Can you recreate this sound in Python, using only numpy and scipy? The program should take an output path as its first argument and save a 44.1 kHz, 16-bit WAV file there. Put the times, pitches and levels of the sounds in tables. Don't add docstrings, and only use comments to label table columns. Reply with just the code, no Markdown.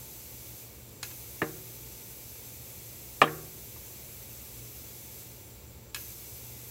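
import sys
import numpy as np
from scipy import signal
from scipy.fft import rfft, irfft
from scipy.io import wavfile

SR = 44100
rng = np.random.default_rng(int(sys.argv[2]) if len(sys.argv) > 2 else 0)


def unload_audio(sound):
    columns = np.transpose(np.atleast_2d(sound))
    steps = np.round(np.clip(columns, -1, 1) * 32767)
    wavfile.write(sys.argv[1], SR, steps.astype(np.int16))


N = 295470
TIME = np.arange(N) / SR

# time in seconds, click level in dB, bounce level in dB, rattle level
# in dB, travel to the stop in seconds, level of the tick at the stop in dB, surge of air in dB.
SQUEEZES = [(1.0298, -23.5, -24.5, -38, 0.082, -33.5, 2), (5.9464, -21.5, -30, -24, 0.093, -46, 2.5)]
# time in seconds, slip level in dB, crack level in dB, crack
# frequency in Hz, crack t60 in seconds, contact hardness as a low-pass corner in Hz, thump level in dB,
# thump frequency in Hz, casing level in dB, wheel ring level in dB, fall of the wheel modes away from
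# the thump frequency in dB per octave.
SNAPS = [(1.4186, -31, -8, 1760, 0.0027, 2630, -21.5, 373, -24, -29.5, 5.5),
         (3.218, -4, -1, 1190, 0.007, 4800, -10, 585, -35, -23, 3.5)]


def from_db(db):
    return 10 ** (np.asarray(db) / 20)


def rms_one(x):
    return x / np.sqrt(np.mean(x ** 2) + 1e-20)


def at_hz(points, hz):
    points = np.array(points)
    return np.interp(np.log(np.maximum(hz, 1)), np.log(points[:, 0]), points[:, 1])


def coloured(spectrum):
    hz = np.fft.rfftfreq(N, 1 / SR)
    low_skirt = np.minimum(hz / spectrum[0][0], 1) ** 3
    high_skirt = np.minimum(spectrum[-1][0] / (hz + 1), 1) ** 3
    gain = from_db(at_hz(spectrum, hz)) * low_skirt * high_skirt
    return rms_one(irfft(rfft(rng.standard_normal(N)) * gain, N))


def drift(rate_hz):
    hz = np.fft.rfftfreq(N, 1 / SR)
    return rms_one(irfft(rfft(rng.standard_normal(N)) / (1 + (hz / rate_hz) ** 2), N))


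def resonance(x, hz, width):
    radius = np.exp(-np.pi * width / SR)
    zeros = np.array([1, 0, -1]) * (1 - radius * radius) / 2
    poles = [1, -2 * radius * np.cos(2 * np.pi * hz / SR), radius * radius]
    return signal.lfilter(zeros, poles, x)


def cut(x, hz, kind, order=2):
    return signal.sosfilt(signal.butter(order, hz, kind, fs=SR, output="sos"), x + 1e-18)


def ring(hz, t60, phase=0):
    t = TIME[:SR]
    return np.sin(2 * np.pi * hz * t + phase) * np.exp(-np.log(1000) * t / t60)


def add(track, s, sound):
    start = round(s * SR)
    track[start:start + len(sound)] += sound[:N - start]


def flow(steady_db=-2, surge_s=0.35, ease_s=0.083):
    # time in seconds, first drop in dB,
    # further fade in dB per second.
    easings = [(0.62, 4.0, 7.5), (5.21, 1, 16)]
    level_db = np.full(N, float(steady_db))
    for s, *_, surge_db in SQUEEZES:
        level_db += surge_db * (TIME >= s) * np.exp(-np.abs(TIME - s) / surge_s)
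    for (s, drop_db, fade_db_per_s), (squeezed_s, *_) in zip(easings, SQUEEZES):
        since = np.maximum(TIME - s, 0) * (TIME < squeezed_s)
        level_db -= drop_db * np.minimum(since / ease_s, 1) + fade_db_per_s * since
    return level_db


def nearby_echoes(x, echo_db=-6.5, count=10):
    out = x.copy()
    lags_s = rng.uniform(0.002, 0.016, count)
    for lag in (lags_s * SR).astype(int):
        out += rng.choice([-1, 1]) * from_db(echo_db) / np.sqrt(count) * np.roll(x, lag)
    return out


def air(flutter_db=0.29, whistle_waver_db=0.5, jet_db=-45.5, rush_db=-58.5, rush_growth=0.68):
    # frequency in Hz, density in dB per Hz.
    jet_spectrum = [(2060, -39), (3500, -10), (3700, -15.5), (5040, -7.5), (5680, -6.5), (6120, -9.5),
                    (6560, -5), (7630, -4), (9500, -8), (12500, 0), (13400, -1.5), (15100, -1), (15700, -1)]
    # frequency in Hz, density in dB per Hz.
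    rush_spectrum = [(500, -3), (1000, -5), (1700, -7), (2300, 0.5), (2750, 0.5), (3080, -3), (3400, -1),
                     (4500, -1.5), (6000, -38)]
    # frequency in Hz, width in Hz, level in dB at a flow of
    # 0 dB, growth in dB per dB of flow.
    whistle_modes = [(2280, 84, -72, 0.1), (6070, 45, -63, 0.7), (6270, 110, -58.5, 2.9),
                     (6900, 36, -77, 0), (7385, 77, -64.5, 0.16), (7670, 140, -66.5, 0.3),
                     (9700, 70, -66, 1.5), (12190, 92, -58, 3), (12730, 210, -57, 3.5)]
    flow_db = flow() + flutter_db * drift(14)
    jet = from_db(jet_db + flow_db) * coloured(jet_spectrum)
    rush = from_db(rush_db + rush_growth * flow_db) * coloured(rush_spectrum)
    whistles = np.zeros(N)
    for hz, width, db, growth in whistle_modes:
        level_db = db + growth * flow_db + whistle_waver_db * drift(4.36)
        whistles += from_db(level_db) * rms_one(resonance(rng.standard_normal(N), hz, width))
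    return nearby_echoes(jet + rush) + whistles


def background(rumble_db=-52.47, hiss_db=-60.5, hum_waver_db=1.8):
    # frequency in Hz, density in dB per Hz.
    rumble_spectrum = [(25, -32), (40, -14.5), (58, 1), (70, 1), (90, -4.5), (115, 0), (150, -10),
                       (230, -8), (265, -13.5), (335, -9.5), (530, -12), (630, -18.5), (900, -23.5)]
    # frequency in Hz, density in dB per Hz.
    hiss_spectrum = [(500, -15), (900, -4), (1400, -5.5), (2500, -9.5), (6000, -8), (9500, -24),
                     (15500, -4)]
    # frequency in Hz, mean rms level in dB, phase wander in radians.
    motor_tones = [(119.4, -57, 0.087), (886, -74, 0.29)]
    hum = np.zeros(N)
    for hz, db, wander in motor_tones:
        tone = np.sqrt(2) * np.sin(2 * np.pi * hz * TIME + wander * drift(1.8))
        hum += tone * from_db(db + hum_waver_db * drift(3.8))
    return hum + from_db(rumble_db) * coloured(rumble_spectrum) + from_db(hiss_db) * coloured(hiss_spectrum)


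def trigger_contacts(bounce_s=0.0025, rattle_s=0.0145, click_hz=8550, rattle_hz=3300, stop_hz=4500):
    for s, click_db, bounce_db, rattle_db, travel_s, stop_db, _ in SQUEEZES:
        yield s, click_db, click_hz
        yield s + bounce_s, bounce_db, click_hz
        yield s + rattle_s, rattle_db, rattle_hz
        yield s + travel_s, stop_db, stop_hz


def trigger(spit_db=-8, spit_s=0.0023, spit_low_hz=1200):
    # frequency in Hz, level in dB, t60 in seconds.
    body_modes = [(1050, -22.5, 0.023), (1690, -17, 0.019), (2096, -16, 0.015), (2540, -17.5, 0.039),
                  (2710, -10.5, 0.009), (3270, -19, 0.03), (4090, -12, 0.0095), (4970, -6.5, 0.0044),
                  (6890, -4.5, 0.0083), (9200, -4, 0.005), (11200, 6, 0.0019)]
    out, t = np.zeros(N), TIME[:SR]
    for s, level_db, hardness_hz in trigger_contacts():
        body = sum(from_db(db) * ring(hz, t60, rng.uniform(0, 2 * np.pi)) for hz, db, t60 in body_modes)
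        spit = cut(rng.standard_normal(SR) * np.exp(-t / spit_s), spit_low_hz, "high")
        contact = cut(body + from_db(spit_db) * spit, hardness_hz, "low")
        add(out, s, from_db(level_db) * contact)
    return out


def workshop(x, early_db, late_db, early_t60=0.093, first_s=0.00084, echoes_per_s=2500):
    # frequency in Hz, t60 in seconds.
    room_t60 = [(100, 9), (350, 1.16), (1000, 0.22), (2000, 0.7), (4000, 0), (12000, 1)]
    # frequency in Hz, gain in dB.
    room_colour = [(60, -34), (150, -27), (400, 6), (1000, 4.5), (2500, 6.5), (5000, 4), (14000, -1.5)]
    t, hz = TIME[:SR], np.fft.rfftfreq(SR, 1 / SR)
    begun = t > first_s
    echoes = rng.choice([-1, 1], SR) * (rng.random(SR) < echoes_per_s / SR)
    early = echoes * begun * np.exp(-np.log(1000) * t / early_t60)
    white, late = rfft(rng.standard_normal(SR)), np.zeros(SR)
    centres = np.geomspace(100, 12800, 8)
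    for centre, share in zip(centres, np.eye(len(centres))):
        band = irfft(white * at_hz(np.column_stack([centres, share]), hz), SR)
        late += band * begun * np.exp(-np.log(1000) * t / at_hz(room_t60, centre))
    response = (from_db(early_db) * rms_one(early) + from_db(late_db) * rms_one(late)) / np.sqrt(SR)
    response = irfft(rfft(response) * from_db(at_hz(room_colour, hz)), SR)
    return signal.fftconvolve(x, response[:SR * 3 // 4])[:N]


def crack(hz, t60, hardness_hz, rub_db=-25, rub_s=0.0054):
    rub = cut(rng.standard_normal(SR) * np.exp(-TIME[:SR] / rub_s), hardness_hz, "low", order=1)
    return cut(ring(hz, t60), hardness_hz, "low") + from_db(rub_db) * rub


def thump(hz, cycles=7.0):
    return ring(hz, cycles / hz)


def bead_snaps(thump_lag_s=0.00222, casing_lag_s=0.00545, lowest_hz=120):
    # frequency in Hz, relative level in dB, t60 in seconds.
    casing_modes = [(137, 1.5, 0.053), (275, -19, 0.027), (850, -5, 0.0077)]
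    # time in seconds, level in dB, frequency in Hz, t60 in seconds.
    settling_ticks = [(3.277, -21, 1800, 0.0037), (3.763, -44, 1020, 0.0098)]
    slip_lead_s, slip_hz, slip_t60 = 0.001417, 2430, 0.0037
    slip_sharper = 1.7
    rebound_s, rebound_hz, rebound_t60, rebound_loss_db = 0.0145, 3140, 0.0084, 17
    second_thump_ratio, second_thump_loss_db = 0.464, 8
    out = np.zeros(N)
    for (s, slip_db, crack_db, crack_hz, crack_t60, hardness_hz,
         thump_db, thump_hz, casing_db, _, _) in SNAPS:
        slip = crack(slip_hz, slip_t60, hardness_hz * slip_sharper)
        add(out, s - slip_lead_s, from_db(slip_db) * slip)
        add(out, s, from_db(crack_db) * crack(crack_hz, crack_t60, hardness_hz))
        add(out, s + thump_lag_s, from_db(thump_db) * thump(thump_hz))
        casing = sum(from_db(casing_db + db) * ring(hz, t60) for hz, db, t60 in casing_modes)
        add(out, s + casing_lag_s, casing)
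        rebound = crack(rebound_hz, rebound_t60, hardness_hz)
        add(out, s + rebound_s, from_db(slip_db - rebound_loss_db) * rebound)
        second_thump = from_db(thump_db - second_thump_loss_db) * thump(thump_hz * second_thump_ratio)
        add(out, s + rebound_s + thump_lag_s, second_thump)
    for s, db, hz, t60 in settling_ticks:
        add(out, s, from_db(db) * crack(hz, t60, hardness_hz=3000))
    return cut(out, lowest_hz, "high")


def wheel(spread_s=0.0026):
    # frequency in Hz, relative level in dB, t60 in seconds.
    wheel_modes = [(154, -5.5, 0.9), (228, -9.5, 0.24), (272, -15.5, 0.31), (311, -3, 0.32),
                   (330, -16, 0.4), (359, -11, 0.271), (337, -17.5, 0.92), (375, -14, 0.94),
                   (464, -1.5, 0.3), (592, 1, 0.14), (700, -15, 0.12), (741, -22, 0.78), (766, -10.5, .3),
                   (791, -6.5, 0.22), (1020, -9, 0.19), (1050, -4, 0.19), (1124, -16.5, 0.52),
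                   (1094, -10.5, 0.21), (1287, -19.5, .21), (1408, -10, 0.31), (1570, -14, 0.46),
                   (1670, -13.5, 0.11), (1680, -9, 0.27), (1930, -26, 0.23), (2002, -20, 0.31),
                   (2280, -20, .14), (2370, -20, 0.165), (2920, -18.5, 0.12), (3779, -3.5, 0.14)]
    build_up = 1 - np.exp(-TIME[:SR] / spread_s)
    out = np.zeros(N)
    for s, *_, thump_hz, _, ring_db, fall_db in SNAPS:
        modes = np.zeros(SR)
        for hz, db, t60 in wheel_modes:
            octaves_away = abs(np.log2(hz / thump_hz))
            modes += from_db(db - fall_db * octaves_away) * ring(hz, t60, rng.uniform(0, 2 * np.pi))
        add(out, s, from_db(ring_db) * modes * build_up)
    return out


def scene():
    snaps, clicks = bead_snaps(), trigger()
    tire = snaps + wheel() + workshop(snaps, early_db=-4.5, late_db=-17.5)
    inflator = air() + clicks + workshop(clicks, early_db=-7.5, late_db=-12)
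    return np.tile(tire + inflator + background(), (2, 1))


def record(dry, cutoff_hz=15750):
    top_cut = signal.ellip(12, 0.1, 70, cutoff_hz, fs=SR, output="sos")
    return signal.sosfilt(top_cut, np.clip(dry, -1, 1))


dry = scene()
out = record(dry)
unload_audio(out)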